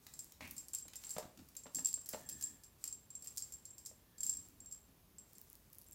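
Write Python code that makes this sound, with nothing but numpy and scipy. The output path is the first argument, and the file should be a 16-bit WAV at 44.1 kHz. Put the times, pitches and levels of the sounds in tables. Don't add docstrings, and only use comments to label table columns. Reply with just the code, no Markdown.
import sys
import numpy as np
from scipy import signal
from scipy.fft import rfft, irfft
from scipy.io import wavfile

SR = 44100
rng = np.random.default_rng(int(sys.argv[2]) if len(sys.argv) > 2 else 0)


def inscribe(sig):
    pcm = np.round(np.clip(np.atleast_2d(sig).T, -1, 1) * 32767)
    wavfile.write(sys.argv[1], SR, pcm.astype(np.int16))


N = 261954

# (frequency [Hz], density [dB])
AIR_SPECTRUM = [(15, -30), (25, -17.5), (53, 3.5), (92, -0.5), (229, -6), (754, -17.5), (1070, -17),
                (1370, -21), (4030, -23.5), (6740, -24), (7510, -27.5), (10400, -23), (14800, -19.5),
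                (16000, -32.5)]
THUD_SPECTRUM = [(30, -8), (55, -0.5), (100, -1.5), (200, 4), (290, 3.5), (420, -15), (900, -38)]
TAP_SPECTRUM = [(300, -76), (700, 4.5), (1200, 5.5), (2400, -3.5), (4000, -1.5), (7000, -4.5), (15000, -32)]
SKID_SPECTRUM = [(300, -13), (950, -4), (1500, -4.5), (2000, 4.5), (2500, 5.5), (3200, -8), (6000, -11),
                 (15000, -18)]
FEATHER_SPECTRUM = [(400, -1), (1500, -4), (3200, -8), (5200, 1), (8000, 5), (10300, -3), (12000, 0),
                    (16000, -1)]
TICK_TOP_SPECTRUM = [(1500, -58), (5000, -11), (8000, -14), (11500, -4), (15000, -5.5)]
TICK_BODY_SPECTRUM = [(600, -10), (1600, -4.5), (3500, -2.5), (5200, -3), (7000, -1), (10000, -15)]
CLACK_SPECTRUM = [(1500, -26), (3700, -14), (4900, 0), (6200, -2.5), (8300, 1.5), (10200, -6), (11500, -1),
                  (16000, -7)]
# (frequency [Hz], T60 [s])
ROOM_DECAY = [(150, 0.27), (600, 0.43), (2500, 0.41), (7500, 0.3), (15000, 0.24)]

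# (start [s], length [s], level [dB])
RUB_STROKES = [(2.05, 0.44, -75), (4.03, 0.27, -81)]
SHUFFLE_STROKES = [(.43, 0.12, -65), (1.36, 0.054, -63.5), (1.73, 0.088, -60.5), (2.15, 0.39, -66.5),
                   (4.2, 0.42, -72)]
SKID_STROKES = [(.405, 0.048, -53)]
FEATHER_STROKES = [(0.0, 0.26, -63.5), (.44, 0.18, -62), (.97, 0.18, -57.5), (1.33, 0.19, -70),
                   (1.7, 0.13, -60), (2.04, 0.14, -56), (2.35, 0.091, -56.5), (2.77, 0.06, -62.5),
                   (3.19, 0.32, -63), (4.17, .3, -66), (5.25, .3, -69), (5.6, .3, -74.5)]
# (frequency [Hz], width per filter pass [Hz], level [dB])
RUB_MODES = [(1745, 160, 0.5), (3340, 220, -7)]

# (time [s], knock [dB], pad thud [dB], claw tap [dB])
LANDINGS = [(0.407, -47.5, -72, -53), (0.417, -50.5, -53, -66), (0.854, -56.5, -58, -69),
            (1.165, -37.5, -49.5, -49.5), (1.183, -31, -65, -49.5), (1.196, -43, -69, -58),
            (1.226, -51, -52.5, -54.5), (1.252, -63, -54, -66), (1.39, -75, -59, -60),
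            (1.658, -42.5, -57, -78), (1.665, -47, -54, -55.5), (1.786, -49.5, -64, -52),
            (1.974, -57, -66, -62.5), (2.135, -37, -53, -47), (2.146, -32, -54, -56),
            (3.913, -51.5, -69, -90), (4.885, -80, -66.5, -76)]
# (frequency [Hz], level [dB], T60 [s])
FLOOR_MODES = [(532.5, -3, 0.036), (617, -0.5, 0.042), (741, -12, 0.059), (870, -6, 0.025),
               (1080, -46, 0.0083), (1830, -11, 0.012), (2060, -14, 0.0081)]
# (time [s], level [dB], body re level [dB])
TOY_TICKS = [(0.0667, -51.5, 1), (0.3208, -53.5, -1.5), (0.4758, -50.5, -7), (0.5105, -42.5, -19),
             (0.74, -47.5, -4.5), (0.8818, -52, 1), (0.9344, -54, 4.5), (1.0375, -54.5, 5.5),
             (1.3747, -60.5, 3.5), (1.4872, -54.5, -9), (1.552, -56.5, -3), (2.09, -37.5, -17),
             (2.2962, -42, -10), (2.8406, -53, 1), (3.26, -54.5, -3.5), (4.2531, -49, -11)]
# (time [s], level [dB])
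QUILL_SNAPS = [(0.2447, -45.5), (2.0893, -36), (3.3642, -40), (4.4872, -50.5), (5.333, -46),
               (5.3833, -45.5), (5.415, -44), (5.5008, -47), (5.5302, -43), (5.5539, -44), (5.7325, -48.5),
               (5.7545, -48), (5.785, -41), (5.8154, -45.5)]
# (time [s], ring [dB], clack [dB])
PELLET_STRIKES = [(0.1376, -50, -51.5), (0.1916, -36, -43.5), (0.5658, -50, -49), (0.5809, -36.5, -44.5),
                  (0.6839, -66, -48.5), (0.734, -35.5, -45), (0.7486, -31.5, -38.5), (0.7847, -38.5, -46.5),
                  (0.8243, -43, -68), (0.957, -54, -45), (0.965, -42.5, -55), (1.046, -40.5, -53),
                  (1.0676, -42, -55), (1.093, -47, -44), (1.106, -39, -41.5), (1.1118, -35.5, -48),
                  (1.1385, -43, -58), (1.1824, -58, -41), (1.5665, -40.5, -44), (1.6358, -46.5, -57),
                  (1.7473, -32.5, -38.5), (1.7563, -31, -42), (1.768, -35.5, -42), (1.7919, -36.5, -43.5),
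                  (1.8472, -24.5, -40), (1.857, -19.5, -39.5), (1.872, -36, -40), (1.8852, -48, -42.5),
                  (1.9293, -47, -44.5), (1.94, -23, -41.5), (2.0143, -56.5, -56), (2.0598, -78, -45.5),
                  (2.0915, -52, -42.5), (2.1296, -41.5, -46), (2.261, -51.5, -68), (2.2896, -38, -40),
                  (2.326, -39.5, -51), (2.3605, -50, -65), (2.4115, -53, -42.5), (2.4254, -38, -38.5),
                  (2.4387, -24.5, -57), (2.6362, -51, -52), (2.8401, -37, -38.5), (2.8769, -34.5, -46),
                  (2.9257, -35.5, -50), (3.1037, -45, -56.5), (3.1524, -36, -53), (3.2229, -45.5, -52.5),
                  (3.2444, -55, -49), (3.2722, -37, -45.5), (3.373, -45, -37.5), (3.3796, -40, -38),
                  (3.4222, -34.5, -47), (3.5223, -47, -48), (3.537, -40, -55), (3.6533, -45, -50.5),
                  (3.7041, -45, -70), (3.7814, -48, -50), (3.851, -48, -59), (3.8604, -42, -42.5),
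                  (4.182, -48, -53), (4.2056, -32, -45.5), (4.2322, -27.5, -37.5), (4.243, -32, -60),
                  (4.2652, -29.5, -42.5), (4.272, -35, -43), (4.2951, -20.5, -39.5), (4.3362, -41.5, -48),
                  (4.3699, -37, -51), (4.603, -48, -58), (4.6592, -46, -59), (4.7122, -46, -57),
                  (4.7241, -38.5, -50), (5.1836, -45.5, -55.5), (5.3527, -60, -62), (5.8675, -61, -69),
                  (5.921, -52, -60.5)]
# (offset from struck pitch [Hz], level [dB], T60 re main mode [ratio])
SHELL_MODES = [(0, -4, 1.0), (98, -9.5, .7), (-290, -17.5, .5), (653, -16.5, 1.0), (-2620, -33.5, .5),
               (-2000, -25, .5), (-1600, -28.5, .4)]


def from_db(db):
    return 10 ** (np.asarray(db) / 20)


def unit_rms(x):
    return x / np.sqrt(np.mean(x ** 2) + 1e-20)


def at_hz(table, hz):
    freqs_hz, values = np.transpose(table)
    return np.interp(np.log(np.maximum(hz, 1)), np.log(freqs_hz), values)


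def decay(t60_s, count):
    return from_db(-60 * np.arange(count) / SR / max(t60_s, .001))


def add(track, time_s, sound):
    i = int(np.clip(round(time_s * SR), 0, N - 1))
    track[i:i + len(sound)] += sound[:N - i]


def colour(x, spectrum, size=8192):
    hz = np.arange(size // 2 + 1) * SR / size
    gain = unit_rms(from_db(at_hz(spectrum, hz)) * (hz + 1) / np.hypot(hz + 1, spectrum[0][0] / 2))
    cepstrum = irfft(np.log(gain))
    cepstrum[1:size // 2] *= 2
    cepstrum[size // 2 + 1:] = 0
    return signal.fftconvolve(x, irfft(np.exp(rfft(cepstrum))))[:N]


def grains(rate_hz, spread_db):
    sizes = from_db(spread_db * np.minimum(rng.exponential(1, N), 4)) * rng.choice([-1, 1], N)
    return unit_rms(sizes * (rng.random(N) < rate_hz / SR))


def bursts(times_s, levels_db, t60_s, count=8192):
    out = np.zeros(N)
    for time_s, db in zip(times_s, levels_db):
        add(out, time_s, from_db(db) * decay(t60_s, count) * rng.choice([-1, 1], count))
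    return out


def strokes(rows, attack_s, release_t60_s):
    t, gains = np.arange(N) / SR, []
    for start_s, length_s, db in rows:
        attack = np.clip((t - start_s) / attack_s, 0, 1)
        gains.append(attack * from_db(db - 60 * np.maximum(t - start_s - length_s, 0) / release_t60_s))
    return np.linalg.norm(gains, axis=0)


def room(x, wet_db, delay_s=0.0092, count=22000):
    tail, edges_hz = np.zeros(count), np.geomspace(60, 18000, num=9)
    for low_hz, high_hz in zip(edges_hz, edges_hz[1:]):
        bandpass = signal.butter(2, [low_hz, high_hz], "band", fs=SR, output="sos")
        t60_s = at_hz(ROOM_DECAY, np.sqrt(low_hz * high_hz))
        tail += signal.sosfilt(bandpass, rng.standard_normal(count)) * decay(t60_s, count)
    tail *= np.arange(count) / SR > delay_s
    return x + from_db(wet_db) * signal.fftconvolve(x, tail / np.linalg.norm(tail))[:N]


def air(level_db=-67.5):
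    return from_db(level_db) * colour(rng.standard_normal(N), AIR_SPECTRUM)


def rubbing():
    friction, out = grains(rate_hz=3000, spread_db=-1.0), 0
    for hz, width_hz, db in RUB_MODES:
        peak = signal.iirpeak(hz, hz / width_hz, fs=SR)
        out += from_db(db) * unit_rms(signal.lfilter(*peak, signal.lfilter(*peak, friction)))
    return strokes(RUB_STROKES, attack_s=0.091, release_t60_s=0.68) * out


def shuffle():
    envelope = strokes(SHUFFLE_STROKES, attack_s=0.019, release_t60_s=0.19)
    return colour(envelope * grains(rate_hz=240, spread_db=2.5), THUD_SPECTRUM)


def skid(rumble_db=-5.5):
    envelope = strokes(SKID_STROKES, attack_s=0.0026, release_t60_s=0.22)
    slips = envelope * grains(rate_hz=2100, spread_db=2.0)
    return colour(slips, SKID_SPECTRUM) + from_db(rumble_db) * colour(slips, THUD_SPECTRUM)


def paws(knock_gain_db=-5.0, tap_gain_db=0.5, count=8192):
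    times_s, knocks_db, thuds_db, taps_db = np.transpose(LANDINGS)
    boards, t = np.zeros(N), np.arange(count) / SR
    for time_s, db in zip(times_s, knocks_db + knock_gain_db):
        for hz, mode_db, t60_s in FLOOR_MODES:
            detune, strength = rng.standard_normal(2)
            tone = np.sin(2 * np.pi * hz * (1 + .015 * detune) * t)
            add(boards, time_s, from_db(db + mode_db + 2 * strength) * decay(t60_s, count) * tone)
    highpass = signal.butter(4, 440, "high", fs=SR, output="sos")
    thuds = colour(bursts(times_s, thuds_db, t60_s=0.081), THUD_SPECTRUM)
    taps = colour(bursts(times_s, taps_db + tap_gain_db, t60_s=0.063), TAP_SPECTRUM)
    return signal.sosfilt(highpass, boards) + thuds + taps


def feathers(hiss_db=-2.5, crackle_db=-15.0):
    envelope = strokes(FEATHER_STROKES, attack_s=.06, release_t60_s=0.56)
    hiss = colour(envelope * grains(rate_hz=4700, spread_db=4.0), FEATHER_SPECTRUM)
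    crackle = colour(envelope * grains(rate_hz=86, spread_db=2.0), TICK_TOP_SPECTRUM)
    return from_db(hiss_db) * hiss + from_db(crackle_db) * crackle


def ticks(rows, t60_s, snap_db=8.0, scratch_db=1.5):
    times_s, db, body_db = np.transpose(rows)
    snap = bursts(times_s, db + snap_db, t60_s=0.0012)
    scratch = bursts(times_s, db + scratch_db, t60_s)
    top = colour(snap + scratch, TICK_TOP_SPECTRUM)
    body = colour(bursts(times_s, db + body_db, t60_s), TICK_BODY_SPECTRUM)
    return room(top, wet_db=-9.0) + room(body, wet_db=-4.5)


def quills(run_start_s=5.7, run_length_s=0.24, rate_hz=56, run_db=-52.5, spread_db=4.0, body_db=-26):
    slots_s = np.arange(run_start_s, run_start_s + run_length_s, 1 / rate_hz)
    run = [(s + rng.random() / rate_hz, run_db + spread_db * rng.standard_normal()) for s in slots_s]
    return ticks([(time_s, db, body_db) for time_s, db in QUILL_SNAPS + run], t60_s=0.0011)


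def pellet_hits(rebounds=2, flight_s=.024, ring_loss_db=15, clack_loss_db=15.5):
    hits = []
    for time_s, ring_db, clack_db in PELLET_STRIKES:
        delays_s = np.append(0, np.cumsum(flight_s * (.5 + rng.random(rebounds))))
        for k, delay_s in enumerate(delays_s):
            hits.append((time_s + delay_s, ring_db - k * ring_loss_db, clack_db - k * clack_loss_db))
    return np.array(sorted(hit for hit in hits if hit[0] < N / SR))


def pellet(hits, clack_db=3.5, roll_db=-7.5, shell_db=-3.5, shell_hz=7500, width_hz=300):
    times_s, _, db = np.transpose(hits)
    roll = bursts(times_s, db + roll_db, t60_s=0.095) * grains(rate_hz=3500, spread_db=2.5)
    peak = signal.iirpeak(shell_hz, shell_hz / width_hz, fs=SR)
    singing = signal.lfilter(*peak, roll) * np.sqrt(SR / np.pi / width_hz)
    clacks = bursts(times_s, db + clack_db, t60_s=0.009)
    return colour(clacks + roll, CLACK_SPECTRUM) + from_db(shell_db) * singing


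def bell(hits, gain_db=3.5, rise_s=0.00081, choke_t60_s=0.031, count=12000,
         ref_db=-40, ref_hz=7482, ref_t60_s=0.064, sag_hz_per_db=2.5, damping_per_db=0.0426,
         scatter_hz=30, detune_hz=35):
    out, t = np.zeros(N), np.arange(count) / SR
    times_s, rings_db, _ = hits.T
    for time_s, db in zip(times_s, rings_db):
        gap_s = np.min(times_s[(times_s > time_s) & (rings_db > db)], initial=N / SR) - time_s
        gate = (1 - np.exp(-t / rise_s)) * from_db(-60 * np.maximum(t - gap_s, 0) / choke_t60_s)
        hz = ref_hz - sag_hz_per_db * (db - ref_db) + scatter_hz * rng.standard_normal()
        t60_s = ref_t60_s * np.exp(-damping_per_db * (db - ref_db))
        for k, (offset_hz, mode_db, t60_ratio) in enumerate(SHELL_MODES):
            detune, uneven_db = rng.standard_normal(2) * (k > 0)
            tone = np.sin(2 * np.pi * (hz + offset_hz + detune_hz * detune) * t)
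            gain = from_db(db + gain_db + mode_db + uneven_db)
            add(out, time_s, gain * gate * decay(t60_s * t60_ratio, count) * tone)
    return out


def scene():
    hits = pellet_hits()
    jingle = room(bell(hits) + pellet(hits), wet_db=-9.0)
    floor = room(paws() + skid() + shuffle(), wet_db=-9.0)
    room_tone = air()
    toy = jingle + feathers() + ticks(TOY_TICKS, t60_s=0.029) + quills()
    return (room_tone + rubbing() + floor + toy)[None]


def record(dry, cutoff_hz=16100):
    return signal.sosfilt(signal.ellip(10, .2, 70, cutoff_hz, fs=SR, output="sos"), dry)


dry = scene()
out = record(dry)
inscribe(out)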